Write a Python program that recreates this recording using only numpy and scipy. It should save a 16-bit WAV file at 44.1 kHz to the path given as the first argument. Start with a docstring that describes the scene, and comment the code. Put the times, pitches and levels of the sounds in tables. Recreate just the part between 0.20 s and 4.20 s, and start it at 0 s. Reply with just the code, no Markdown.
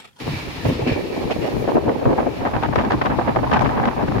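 """Fast train from an open doorway

Wheels roll on the rails with a steady roar and faint ringing. The slipstream hits the two microphone
ports: a lumpy rumble, deep thumps, and a run of ragged buffets that grow brighter and crackle as the
microphone turns into the wind."""
import sys
import numpy as np
from scipy import signal
from scipy.io import wavfile
from scipy.ndimage import uniform_filter1d

SR = 44100
rng = np.random.default_rng(int(sys.argv[2]) if len(sys.argv) > 2 else 0)


def unload_wav(signal):
    """Save mono or channel-first audio to the path in sys.argv[1] as 16-bit WAV at rate SR, clipped to [-1, 1]."""
    wavfile.write(
        sys.argv[1],
        SR,
        np.round(np.clip(np.atleast_2d(signal).T, -1, 1) * 32767).astype(np.int16),
    )


N = 176400
T = np.arange(N) / SR

# how alike the low wind is on the two ports: t/s, correlation/0-1
LOW_WIND_LIKENESS = [(0, 0.84), (.75, 1), (.95, 0), (4, 0)]


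def from_db(db):
    """Decibels to gain."""
    return 10 ** (np.asarray(db) / 20)


def rms_one(x):
    """Scale to unit power."""
    return x / np.sqrt(np.mean(x ** 2) + 1e-20)


def evened(x, samples):
    """Hold the power of a noise at 1 over a sliding window."""
    return x / np.sqrt(np.abs(uniform_filter1d(x ** 2, samples, axis=-1)) + 1e-20)


def in_time(rows):
    """Breakpoints to automation curves, one per column after the time."""
    times, *columns = np.transpose(rows)
    return np.array([np.interp(T, times, column) for column in columns])


def around(middle):
    """The samples near an event."""
    return slice(max(int((middle - .07) * SR), 0), min(int((middle + .11) * SR), N))


def panned(db):
    """Left and right gains at unit mean power; positive dB leans left."""
    return rms_one(from_db(np.array([[db], [-db]]) / 2))


def alike(pair, likeness):
    """Blend two unrelated noises into a left and right of the given correlation."""
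    likeness = np.clip(likeness, 0, 1)
    mid = np.sqrt(1 + likeness) * pair[0]
    side = np.sqrt(1 - likeness) * pair[1]
    return np.vstack([mid + side, mid - side]) / np.sqrt(2)


def drift(hz):
    """Two unrelated smooth random modulators; rms 1."""
    step, settle = 20, 2000
    pole = np.exp(-2 * np.pi * hz * step / SR)
    white = rng.standard_normal((2, N // step + settle + 2))
    slow = signal.lfilter([1], [1, -2 * pole, pole * pole], white)[:, settle:]
    return np.array([np.interp(np.arange(N) / step, np.arange(len(v)), rms_one(v)) for v in slow])


def burst(t, middle, length):
    """Envelope with a quick attack, sagging hold and exponential release."""
    attack_s, release_s, sag_db = 0.002, 0.0062, 1.9
    early = np.maximum(middle - length / 2 + attack_s - t, 0)
    late = np.maximum(t - middle - length / 2 + release_s / 2, 0)
    sag = from_db(-sag_db * np.clip((t - middle) / length, -.5, .5))
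    return sag * np.exp(-(early / attack_s) ** 2 - late / release_s)


def cut(x, hz, kind):
    """Gentle high-, low- or band-pass."""
    return signal.sosfilt(signal.butter(2, hz, kind, fs=SR, output="sos"), x)


def resonator(hz, q):
    """Coefficients of a resonant low-pass."""
    w = 2 * np.pi * hz / SR
    damping = np.sin(w) / (2 * q)
    return (1 - np.cos(w)) / 2 * np.array([1, 2, 1]), [1 + damping, -2 * np.cos(w), 1 - damping]


def hump(x, hz, q, low_share, top_share=4.16):
    """Gather air noise near one frequency, with band edges at multiples of it; rms 1."""
    x = signal.lfilter(*resonator(hz, q), cut(x, hz * low_share, "high"))
    return rms_one(cut(x, min(hz * top_share, SR / 3), "low"))


def banded_noise(spectrum):
    """Stereo noise coloured by a bank of band-passes; rms 1."""
    edges_hz = np.geomspace(18, 17000, 25)
    hz, db = np.transpose(spectrum)
    white, out = rng.standard_normal((2, 2, N)), 0
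    for k, band in enumerate(zip(edges_hz, edges_hz[1:])):
        gain = from_db(np.interp(np.mean(np.log(band)), np.log(hz), db))
        out = out + gain * cut(white[k % 2], band, "band")
    return rms_one(out)


def ported(x):
    """The microphone ports ring hollowly and swallow one band."""
    # port peaks and dip: f/Hz, width/Hz, share added or taken away
    bands = [(864, 126, 0.37), (1410, 94, -0.52), (1680, 380, 0.22)]
    return x + sum(share * signal.lfilter(*signal.iirpeak(hz, hz / width_hz, fs=SR), x)
                   for hz, width_hz, share in bands)


def turbulence(flutter_db=4.5):
    """Raggedly fluttering pressure on each port, coloured by the port."""
    return ported(rng.standard_normal((2, N)) * from_db(flutter_db * drift(hz=134)))


def buffets(trim_db=1.5):
    """The slipstream hits in bursts of turbulence over a low body; faster air sounds brighter."""
    # slipstream hits: middle/s, length/s, relative level/dB, corner/Hz, pan/dB
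    hits = [(0.08, 0.03, -28, 590, 3.5), (0.463, 0.026, -20, 470, -0.5), (0.497, 0.027, -21, 467, 0.5),
            (0.625, 0.024, -24, 460, -3), (0.69, 0.053, -26, 505, 1), (0.78, 0.04, -25, 463, -19),
            (0.98, 0.035, -25, 468, -1.5), (1.03, 0.031, -30, 513, -24), (1.113, 0.027, -20, 600, -9),
            (1.165, 0.0082, -20.5, 470, -13), (1.26, 0.049, -25, 507, -9), (1.37, 0.029, -30, 430, -3),
            (1.412, 0.0092, -31, 330, -4), (1.49, 0.03, -18.5, 550, 2), (1.541, 0.022, -25, 427, -1),
            (1.57, 0.034, -14.5, 540, 1), (1.671, 0.028, -22.5, 413, 0), (1.694, 0.031, -17, 520, -1),
            (1.875, 0.044, -16, 525, -0.5), (1.92, 0.044, -17.5, 496, -2.5), (1.995, 0.032, -17, 660, 0),
            (2.028, 0.015, -22, 540, -3), (2.076, 0.029, -17.5, 466, 9), (2.225, 0.038, -26.5, 644, -4),
            (2.265, 0.03, -19.5, 795, 3), (2.315, 0.008, -27, 690, -6), (2.355, 0.041, -23, 840, -3.5),
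            (2.445, 0.04, -22.5, 960, -0.5), (2.534, 0.016, -22.5, 845, 0),
            (2.561, 0.0049, -11.5, 1030, 1.5), (2.601, 0.042, -20.5, 860, 0), (2.655, 0.045, -23, 740, -2),
            (2.72, 0.036, -20, 950, -0.5), (2.818, 0.009, -14.5, 970, 0), (2.864, 0.028, -19.5, 870, 0),
            (2.915, 0.036, -21.5, 780, -3), (2.994, 0.018, -17.5, 670, -1.5),
            (3.018, 0.018, -23.5, 780, -4), (3.086, 0.025, -17, 753, 0), (3.167, 0.016, -16, 664, -5),
            (3.193, 0.013, -23, 696, -4), (3.24, 0.016, -19, 795, -2), (3.318, 0.0091, -17.5, 1050, 7),
            (3.342, 0.027, -15.5, 930, -3), (3.37, 0.023, -19, 1090, 4), (3.42, 0.024, -18.5, 810, 6),
            (3.457, 0.028, -21, 980, 1.5), (3.497, 0.014, -21.5, 860, -1), (3.55, 0.064, -26, 814, -2),
            (3.597, 0.06, -22.5, 770, -2.5), (3.648, 0.036, -20, 814, 1.5), (3.682, 0.016, -17, 830, 1),
            (3.73, 0.013, -27.5, 844, -25), (3.795, 0.061, -23, 690, 2), (3.832, 0.025, -24, 664, -3),
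            (3.885, 0.0086, -21, 850, -1), (3.92, 0.0063, -19, 720, 0), (3.96, 0.035, -25.5, 770, 0)]
    out, air = np.zeros((2, N)), [turbulence(), turbulence()]
    body = from_db(-7.5) * hump(turbulence(), hz=242.7, q=5.1, low_share=0.8)
    for k, (middle, length, db, hz, pan_db) in enumerate(hits):
        near = around(middle)
        edge_hz = min(1270 * (hz / 488) ** 2.56, SR / 3)   # slow air lacks treble
        flow = hump(air[k % 2][:, near], hz, q=1.11, low_share=0.5)
        puff = evened(cut(flow, edge_hz, "low") + body[:, near], samples=700)
        out[:, near] += from_db(db + trim_db) * panned(pan_db) * burst(T[near], middle, length) * puff
    return out


def cracks(trim_db=-6.5, decay_s=0.0033):
    """The sharpest eddies slap the ports and ring them: very short pops, some dull, some bright."""
    # slaps of air: t/s, relative level/dB, pan/dB, top edge/Hz
    slaps = [(0.455, -17, -14, 480), (1.568, -9.5, -6, 804), (1.693, -10, 3, 990), (1.855, -7, 0, 880),
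             (1.905, -14, -1, 1000), (1.93, -14.5, 0, 1800), (2.001, -10.5, -12, 895),
             (2.067, -12, -18, 600), (2.339, -14, 11, 1600), (2.365, -13, 2, 1600), (2.434, -9.5, 11, 1800),
             (2.557, -12, 4, 2800), (2.588, -9.5, -2, 1700), (2.649, -20, 12, 3600),
             (2.708, -10.5, -4, 2400), (2.719, -10, 7, 2400), (2.818, -13, -1, 2570),
             (2.859, -11.5, 9, 2400), (2.987, -10, 5, 1100), (2.995, -17, 1, 1000), (3.091, -11, -8, 1100),
             (3.161, -11, -1, 1600), (3.23, -17, -9, 1100), (3.335, -20, -2, 2000), (3.369, -9, -9, 1800),
             (3.3925, -10.5, -3, 2380), (3.410, -20, 14, 5000), (3.42, -24.5, 4, 11000),
             (3.461, -14, -3, 1990), (3.598, -10, 7, 1400), (3.654, -14, 3, 2800), (3.679, -33, 0, 2400),
             (3.712, -18, -16, 1500), (3.963, -19, 16, 1530), (3.982, -14, -9, 1400)]
    out = np.zeros((2, N))
    soften = signal.butter(1, 854, fs=SR)
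    for start, db, pan_db, top_hz in slaps:
        near = around(start)
        age = T[near] - start
        pop = ported(rng.standard_normal((2, len(age))) * (age > 0) * np.exp(-np.abs(age) / decay_s))
        pop = cut(signal.lfilter(*soften, pop), min(top_hz, SR / 3), "low")
        pop = cut(pop, 390, "high")
        strength = np.sqrt(np.sum(pop ** 2, axis=1, keepdims=True) / (.003 * SR))   # rms as if 3 ms long
        out[:, near] += from_db(db + trim_db) * panned(pan_db) * pop / strength
    return out


def thumps(trim_db=1.5, floor_hz=52):
    """Big slow eddies press on both ports at once with a deep thump."""
    # low blows of air: middle/s, length/s, relative level/dB, f/Hz
    blows = [(0.102,0.057,-26.5,141),(0.148,0.049,-27.5,105),(0.467,0.016,-17,114),(0.494,0.022,-17.5,117),(0.521,0.024,-22.5,262),(0.64,0.049,-26.5,111),(0.682,0.03,-20.5,250),(0.742,0.032,-30.5,73),(1.398,0.023,-28,110),(1.56,0.018,-29,146),(1.87,0.021,-14,122),(2.581,0.021,-20,122),(2.678,0.015,-23,224),(2.746,0.018,-16,254),(2.918,0.028,-27,119),(2.972,0.046,-37,129),(3.34,0.054,-22.5,222),(3.351,0.064,-27,84),(3.405,0.037,-28,122),(3.61,0.023,-23,127),(3.675,0.022,-19.5,227),(3.97,0.031,-25.5,127)]
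    air = alike(rng.standard_normal((2, N)), in_time(LOW_WIND_LIKENESS))
    out = np.zeros((2, N))
    for middle, length, db, hz in blows:
        near = around(middle)
        boom = evened(hump(air[:, near], hz, q=4.4, low_share=0.66), samples=900)
        out[:, near] += from_db(db + trim_db) * burst(T[near], middle, length) * boom
    return cut(out, floor_hz, "high")


def rumble(trim_db=-1, swing_db=4):
    """Lumpy low wind, at first common to both ports, then separate."""
    # relative wind level on each port: t/s, left/dB, right/dB
    levels = [(0, -25, -37), (0.15, -32, -29.5), (0.3, -29, -30), (0.72, -27, -26), (0.85, -28.5, -62),
              (1.3, -26, -64), (1.5, -24, -44), (2.0, -22, -35), (2.16, -30.5, -33), (2.3, -21.5, -29),
              (2.9, -21, -24.5), (3.2, -21.5, -24.5), (3.4, -21, -20.5), (3.75, -21, -31.5), (4, -16, -20)]
    # colour of the low wind: f/Hz, level/dB
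    colour = [(20, -17), (35, -18), (55, -5), (85, -6.5), (125, -1), (180, -13.5), (240, -4), (330, -10.5),
              (500, -17), (1500, -93), (16000, -103)]
    air = alike(banded_noise(colour), in_time(LOW_WIND_LIKENESS))
    lumps = from_db(swing_db * drift(hz=16))
    return from_db(in_time(levels) + trim_db) * rms_one(evened(air, samples=3000) * lumps)


def eddies(swing_db=3.6):
    """Small eddies churn between the buffets; their hollow hump glides up with the speed of the flow."""
    # bed of churning air: t/s, level/dB, corner/Hz
    churn = [(0, -37, 322), (.4, -54, 330), (.6, -25.5, 420), (.9, -29, 400), (1.2, -27.5, 430),
             (1.5, -23, 430), (2.05, -27, 484), (2.12, -34, 453), (2.18, -34, 524), (2.3, -28.5, 760),
             (2.78, -30.5, 860), (3.25, -28.5, 820), (3.38, -19.5, 860), (3.53, -29.5, 856),
             (4, -32.5, 820)]
    db, hz = in_time(churn)
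    air, flow = turbulence(), 0
    corners = np.geomspace(hz.min(), hz.max(), num=8)
    for corner, selector in zip(corners, np.eye(len(corners))):
        crossfade = np.interp(hz, corners, selector)
        flow = flow + crossfade * hump(air, corner, q=2.4, low_share=0.74)
    flutter = from_db(swing_db * drift(hz=30))
    return from_db(db) * rms_one(evened(flow, samples=2200) * flutter)


def rolling(swing_db=1.3):
    """Wheels on rails: a low roar and a bright rasp, both wavering slightly."""
    # rolling noise: t/s, roar level/dB, rasp level/dB
    levels = [(0, -36, -34.5), (.12, -40.5, -34.5), (.3, -36, -34.5), (.7, -39, -37), (.85, -45, -39),
              (1.5, -31.5, -42), (1.6, -32.5, -45), (2.15, -32.5, -44), (2.5, -35, -42.5), (4, -41.5, -43)]
    # colours of the roar and the rasp: f/Hz, level/dB
    roar_colour = [(30, -25), (110, 0), (175, 1), (250, 10), (420, -2), (620, -0.5), (950, -5),
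                   (1400, -13.5), (2500, -14), (16000, -65)]
    rasp_colour = [(30, -40), (1000, 7.5), (1400, -3), (1900, 4.5), (2600, 2), (3200, 0), (4400, -1),
                   (6300, -15.5), (8000, -17.5), (16000, -40)]
    roar_db, rasp_db = in_time(levels) + swing_db * drift(hz=12)
    return from_db(roar_db) * banded_noise(roar_colour) + from_db(rasp_db) * banded_noise(rasp_colour)


def track_rushes():
    """Brief bright rushes of noise from the track."""
    # rushes: middle/s, length/s, level/dB
    rushes = [(0.481, 0.06, -35.5), (0.686, 0.023, -29), (0.73, 0.062, -36.5), (1.117, 0.022, -29.5),
              (1.25, 0.067, -37), (3.338, 0.0087, -24.5)]
    # their colour: f/Hz, level/dB
    colour = [(30, -52), (1300, 5.5), (2200, 11.5), (2750, 11), (3600, -2), (5500, -1), (8000, -44),
              (16000, -43)]
    envelope = sum(from_db(db) * burst(T, middle, length) for middle, length, db in rushes)
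    return envelope * banded_noise(colour)


def wheel_rings(flare_db=2.4):
    """Rail roughness keeps the wheels ringing; now and then the ring flares."""
    # wheel and rail resonances: f/Hz, width/Hz, relative level/dB
    modes = [(1774, 210, -3.5), (2331, 115, -1), (2563, 310, -3), (4000, 230, -12), (4400, 71, -9.5)]
    # how hard they ring: t/s, level/dB
    levels = [(0, -45.5), (.16, -38.5), (.28, -45.5), (.64, -45.5), (.685, -32.5), (.76, -43), (1.3, -48),
              (1.6, -51), (3.2, -52), (3.38, -55), (4, -46.5)]
    out = 0
    for hz, width_hz, db in modes:
        ring = cut(rng.standard_normal((2, N)), [hz - width_hz / 2, hz + width_hz / 2], "band")
        flare = from_db(flare_db * drift(hz=10)[0])
        out = out + from_db(db) * rms_one(ring * flare)
    return from_db(in_time(levels)) * out


def hiss(flicker_db=.5):
    """A faint, airy hiss flickers above the rolling noise."""
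    # hiss envelope: t/s, level/dB
    levels = [(0, -53.5), (.13, -49.5), (.3, -54.5), (.44, -51), (.49, -44), (.55, -54.5), (1.35, -52),
              (1.41, -49), (1.46, -54.5), (1.55, -53), (1.58, -56.5), (2.5, -56.5), (4, -57)]
    # its colour: f/Hz, level/dB
    colour = [(30, -40), (3000, -22), (6000, 4.5), (8300, -9), (10300, 2.5), (12500, -1), (15500, -4.5)]
    return from_db(in_time(levels) + flicker_db * drift(hz=20)[0]) * banded_noise(colour)


def scene():
    """Wind on the microphone over the sound of the train."""
    wind = buffets() + cracks() + thumps() + rumble() + eddies()
    train = rolling() + track_rushes() + wheel_rings() + hiss()
    return wind + train


def record(dry, ceiling=1.3, cutoff_hz=15800):
    """Soft saturation rounds the peaks and a steep low-pass cuts the top."""
    rounded = ceiling * np.tanh(dry / ceiling)
    return signal.sosfilt(signal.ellip(12, .1, 80, cutoff_hz, fs=SR, output="sos"), rounded)


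dry = scene()
out = record(dry)
unload_wav(out)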